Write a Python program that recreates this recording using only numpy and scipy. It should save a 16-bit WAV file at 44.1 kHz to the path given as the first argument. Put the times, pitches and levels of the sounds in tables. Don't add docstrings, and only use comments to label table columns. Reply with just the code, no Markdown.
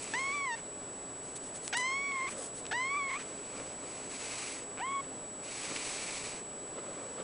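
import sys
import numpy as np
from scipy import signal
from scipy.fft import rfft, irfft
from scipy.io import wavfile

SR = 44100
rng = np.random.default_rng(int(sys.argv[2]) if len(sys.argv) > 2 else 0)


def transcribe(u):
    v = np.clip(np.atleast_2d(u).T, -1, 1)
    q = np.round(v * 32767).astype(np.int16)
    wavfile.write(sys.argv[1], SR, q)


N = 318842
T = np.arange(N) / SR


def undb(db):
    return 10 ** (np.asarray(db) / 20)


def unit(x):
    return x / np.sqrt(np.mean(x ** 2))


def shape(x, gain):
    hz = np.maximum(np.fft.rfftfreq(N, 1 / SR), 1)
    return irfft(rfft(x) * gain(hz), N)


def noise(points):
    hz, db = np.transpose(points)
    return unit(shape(rng.standard_normal(N), lambda f: undb(np.interp(np.log(f), np.log(hz), db))))


def wander(rate):
    return unit(shape(rng.standard_normal(N), lambda f: 1 / (1 + (f / rate) ** 2)))


def swell(at, length):
    return np.cos(np.pi * np.clip((T - at) / length, -.5, .5))


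def swells(rows, bow=1):
    return sum(undb(db) * swell(at, length) ** bow for at, length, db in rows)


# (frequency [Hz], relative level [dB])
MURMUR_COLOUR = [(25, -12), (50, -12.5), (85, -11.5), (130, -7), (280, -2.5), (420, -1.5), (600, -3.5),
                 (850, -8.5), (1130, -10), (1900, -16.5), (4500, -22.5), (10000, -25)]


def room_murmur():
    return noise(MURMUR_COLOUR) * undb(-48 + .5 * wander(4))


# (middle frequency [Hz], middle level [dB])
HUM_TONES = [(120, -67.5), (272, -63.5), (420, -61.5), (597, -63)]


def hum():
    out = np.zeros(N)
    for hz, db in HUM_TONES:
        phase = 2 * np.pi * np.cumsum(hz + 5 * wander(15.17)) / SR
        out += undb(db + 2 * wander(4.6)) * np.sqrt(2) * np.sin(phase)
    return out


# (frequency [Hz], level before the band filter [dB])
WHINE_TONES = [(7875, -45.6), (7625, -62.5)]
FRAME_HZ = 30


def whine():
    since_frame = (T - .003) % (1 / FRAME_HZ)
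    tones = sum(np.sqrt(2) * undb(db) * np.sin(2 * np.pi * hz * since_frame) for hz, db in WHINE_TONES)
    return shape(tones, lambda f: 1 / (1 + ((f - 7850) / 450) ** 4))


# (frequency [Hz], relative level [dB])
SLIDING_COLOUR = [(200, -10), (800, -1.5), (1600, -5.5), (2350, 3), (3300, -5), (4450, -2), (5300, -3.5),
                  (6200, -2.5), (10000, -4.5)]
# (middle [s], length [s], level before flutter [dB])
SLOW_SLIDES = [(.02, 0.42, -44.5), (.3, 0.25, -48.5), (1.66, .2, -60), (3.3, .36, -52.5),
               (3.61, 0.34, -50.5), (3.97, 0.4, -49.5), (4.37, 0.55, -40), (5.92, 1.006, -38),
               (7.02, 0.43, -58)]


def quilt_slides():
    return noise(SLIDING_COLOUR) * swells(SLOW_SLIDES, bow=0.52) * undb(1.17 * wander(44))


# (frequency [Hz], relative level [dB])
BRUSHING_COLOUR = [(500, -13), (3000, -10.5), (6000, -7), (8500, 0.5), (10000, -3.5)]
# (middle [s], length [s], level before flutter [dB])
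QUICK_BRUSHES = [(.03, 0.022, -41), (1.28, 0.15, -51.5), (1.368, 0.033, -40), (1.46, 0.12, -48.5),
                 (1.56, 0.056, -42), (1.66, 0.1, -42.5), (1.773, 0.012, -28.5), (1.782, 0.0043, -28),
                 (1.805, 0.043, -42), (2.31, 0.065, -43), (2.42, 0.17, -41.5), (2.575, 0.095, -44.5)]


def quilt_brushes():
    return noise(BRUSHING_COLOUR) * swells(QUICK_BRUSHES) * undb(2 * wander(85))


# (start [s], peak level [dB], centre frequency [Hz], decay [s])
THREAD_TICKS = [(0.042, -26, 7140, 0.00087), (1.679, -19.5, 8000, .0003), (2.6545, -29, 2200, 0.0012),
                (2.666, -28, 3830, 0.0008), (3.5999, -29.5, 2000, 0.00026), (5.7608, -26.5, 2400, 0.0058)]


def claw_ticks():
    out = np.zeros(N)
    for at, db, hz, decay in THREAD_TICKS:
        colour = [(hz / 10, -25), (hz / 2, -10), (hz, 0), (hz * 2, -14), (hz * 4, -26)]
        fade = (T >= at) * np.exp(-np.clip((T - at) / decay, 0, 20))
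        tick = noise(colour) * fade
        out += undb(db) * tick / np.abs(tick).max()
    return out


# (frequency [Hz], width [Hz], relative level [dB])
THROAT_RINGS = [(2450, 2700, 1), (3930, 1100, -23.5), (6100, 930, -2.5)]


def throat(hz):
    power = undb(-8) ** 2
    for centre, width, db in THROAT_RINGS:
        power = power + undb(db) ** 2 / (1 + (2 * (hz - centre) / width) ** 2) ** 2
    return np.sqrt(power)


ONSET_S, ACCENT_S, RELEASE_S = .00087, 0.0083, 0.0058
DIP_AFTER_S, DIP_S = 0.0105, .023
FLICK_OCT_PER_S, FLICK_LOSS_DB_PER_S = 7.36, 108
SECOND_FADE_DB_PER_S, UPPER_FADE_DB_PER_S = 8.5, 17
UPPER_LOSS_DB_PER_OCT = 15
MUFFLE_OCT_PER_S = 0.36
START_ROUGH, START_ROUGH_S, DIP_ROUGH = 0.15, 0.0096, 0.94
PUFF_AFTER_S, PUFF_S = 0.026, 0.062
# (middle [s], length [s], change of first partial [dB],
# change of upper partials [dB])
MOUTH_MOVES = [(0.479, .12, 3, -0.5), (.54, .07, 0, 5.5), (1.92, .1, 2.5, 0), (2.044, 0.24, -6.5, -6),
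               (2.186, 0.18, 2.5, -7), (2.81, 0.047, 2, 0), (2.895, 0.027, -7, -5), (2.97, .14, 4.5, -2.5),
               (3.076, 0.12, -3.5, -4), (4.964, 0.064, 3.5, 1)]
# (middle [s], length [s], roughness [0-1])
HOARSE_BREAKS = [(2.12, 0.011, 0.12), (2.2, .14, .05), (2.283, .04, 0.23), (3.1, .05, .13),
                 (3.15, 0.097, 0.15), (4.92, .03, 0.04)]


def mew(row, arch, tremor, flutter, shimmer, air):
    start, length, first_db, second_db, upper_db, muffle_hz, accent_db, dip, flick, puff_db = row
    on = (T >= start) & (T < start + length)
    age = T[on] - start
    left = length - age

    sag = dip * swell(start + DIP_AFTER_S, DIP_S)[on]
    flicked = np.maximum(flick - left, 0)
    hz = np.interp(T[on], *np.transpose(arch)) * (1 - sag) * 2 ** (FLICK_OCT_PER_S * flicked)

    rough = START_ROUGH * np.exp(-age / START_ROUGH_S) + DIP_ROUGH * sag
    rough = rough + sum(depth * swell(at, span)[on] for at, span, depth in HOARSE_BREAKS)
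    bend = 1 + 0.0063 * tremor[on] + (0.0046 + 0.21 * rough) * flutter[on]
    phase = 2 * np.pi * np.cumsum(hz * bend) / SR

    k = np.arange(1, 10)[:, None]
    mouth_db, edge_db = sum(np.outer(dbs, swell(at, span)[on]) for at, span, *dbs in MOUTH_MOVES)
    low = undb([first_db + mouth_db, second_db - SECOND_FADE_DB_PER_S * age])
    upper_hz = k[2:] * hz
    high = throat(upper_hz) / (1 + (upper_hz / muffle_hz * 2 ** (MUFFLE_OCT_PER_S * age)) ** 8)
    bright_db = upper_db + edge_db - UPPER_FADE_DB_PER_S * age
    bright_db = bright_db - UPPER_LOSS_DB_PER_OCT * np.log2(hz / 1000)
    high = high * undb(bright_db) / np.sqrt(np.sum(high ** 2, axis=0))

    flicker = tremor[(np.flatnonzero(on) + k * SR // 2) % N]
    partials = np.vstack([low * undb(0.45 * flicker[:2]), high * undb(0.53 * flicker[2:])])
    smear = np.pi * k ** 2 / len(k) * 2
    voice = np.sqrt(2) * np.sum(partials * np.cos(k * phase - smear), axis=0)
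    voice = voice * (1 + (0.073 + 0.63 * rough) * shimmer[on]) * undb(.35 * tremor[on])
    leak = np.linalg.norm(low, axis=0) * (undb(-27.0) + 1.42 * rough)
    voice = voice + leak * air[on] * (1 + np.cos(phase))

    gate = np.minimum(age / ONSET_S, 1) * np.minimum(left / RELEASE_S, 1)
    loudness_db = accent_db * np.exp(-age / ACCENT_S) - FLICK_LOSS_DB_PER_S * flicked
    out = undb(puff_db) * air * swell(start + length + PUFF_AFTER_S, PUFF_S)
    out[on] += voice * gate * (1 - sag) * undb(loudness_db)
    return out


# (start [s], length [s], first partial [dB], second partial [dB], upper partials at 1 kHz pitch [dB],
#  starting treble roll-off [Hz], accent at the start [dB], pitch dip at the start [0-1],
#  length of the closing flick [s], puff of air [dB])
MEW_ROWS = [(0.1365, 0.42, -41, -36, -46.5, 7400, 4.5, 0, .014, -50),
            (1.727, .57, -40.5, -34.5, -41, 7600, 0.5, .2, 0.039, -48.5),
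            (2.712, .469, -40, -35.5, -46, 6100, -0.5, .22, .03, -44.5),
            (4.794, 0.219, -37.5, -44.5, -50.5, 3180, -16, .05, 0, -57)]
# (time [s], pitch before dip, flick and tremor [Hz])
PITCH_ARCHES = [
    [(0.14, 883), (0.158, 986), (0.182, 1017), (0.194, 1065), (0.33, 1128), (0.34, 1169), (0.45, 1099),
     (0.512, 930), (0.545, 893)],
    [(1.75, 922), (1.788, 1009), (1.814, 1001), (1.894, 1056), (2.03, 1130), (2.132, 1104), (2.216, 1042),
     (2.244, 1095), (2.265, 1025)],
    [(2.735, 904), (2.745, 934), (2.767, 979), (2.945, 1149), (2.957, 1133), (2.977, 1189), (3.009, 1120),
     (3.145, 1048), (3.15, 1089)],
    [(4.803, 760), (4.809, 800), (4.821, 921), (4.847, 1034), (4.883, 1094), (4.953, 1116), (4.985, 1106),
     (5.005, 1107)],
]


def kitten():
    air = rng.standard_normal(N)
    air = unit(shape(air, lambda f: throat(f) + 0.91 / (1 + ((f - 1800) / 600) ** 2)))
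    tremor, flutter, shimmer = wander(46), wander(300), wander(340)
    return sum(mew(row, arch, tremor, flutter, shimmer, air) for row, arch in zip(MEW_ROWS, PITCH_ARCHES))


def bedroom(x, t60=0.08, wet_db=-23):
    t = T[:SR // 2]
    tail = rng.standard_normal(len(t)) * undb(-60 * t / t60) * (t > .004)
    return x + undb(wet_db) * signal.fftconvolve(x, tail / np.linalg.norm(tail))[:N]


# (frequency [Hz], relative level [dB])
BUMPING_COLOUR = [(60, -28), (300, -1), (400, -2.5), (540, 5.5), (830, -12.5), (1170, -6), (1600, -15.5),
                  (3500, -21), (8000, -36)]
# (middle [s], length [s], level before flutter [dB])
BED_BUMPS = [(2.4, 0.19, -48), (3.58, 0.19, -47.5), (3.836, 0.032, -45.5), (4.724, 0.026, -47),
             (5.72, 0.02, -38.5), (5.77, 0.021, -43.5), (6.27, 0.014, -41), (6.78, 0.059, -45),
             (6.97, 0.62, -49), (7.2, 0.061, -42.5)]


def bed_bumps():
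    return noise(BUMPING_COLOUR) * swells(BED_BUMPS) * undb(1.3 * wander(37))


CREAK_AT_S, CREAK_GAP_S, CREAK_QUICKEN, CREAK_DB = 4.7747, .0066, 0.96, -33.5
CREAK_RINGS = 1500, 2280


def creak(count):
    out, at = np.zeros(N), CREAK_AT_S
    for i in range(count):
        age = np.clip(T - at, 0, .05)
        out += np.exp(-age / 0.0007) * sum(np.sin(2 * np.pi * hz * age) for hz in CREAK_RINGS)
        at += CREAK_GAP_S * CREAK_QUICKEN ** i
    return undb(CREAK_DB) * out


def scene():
    background = room_murmur() + hum() + whine()
    quilt = quilt_slides() + quilt_brushes() + claw_ticks() + bed_bumps()
    voice = bedroom(kitten() + creak(count=5))
    mono = background + quilt + voice
    return np.array([mono, mono])


def record(dry):
    low_pass = signal.ellip(10, .1, 60, 10100, fs=SR, output="sos")
    return signal.sosfiltfilt(low_pass, dry)


dry = scene()
out = record(dry)
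transcribe(out)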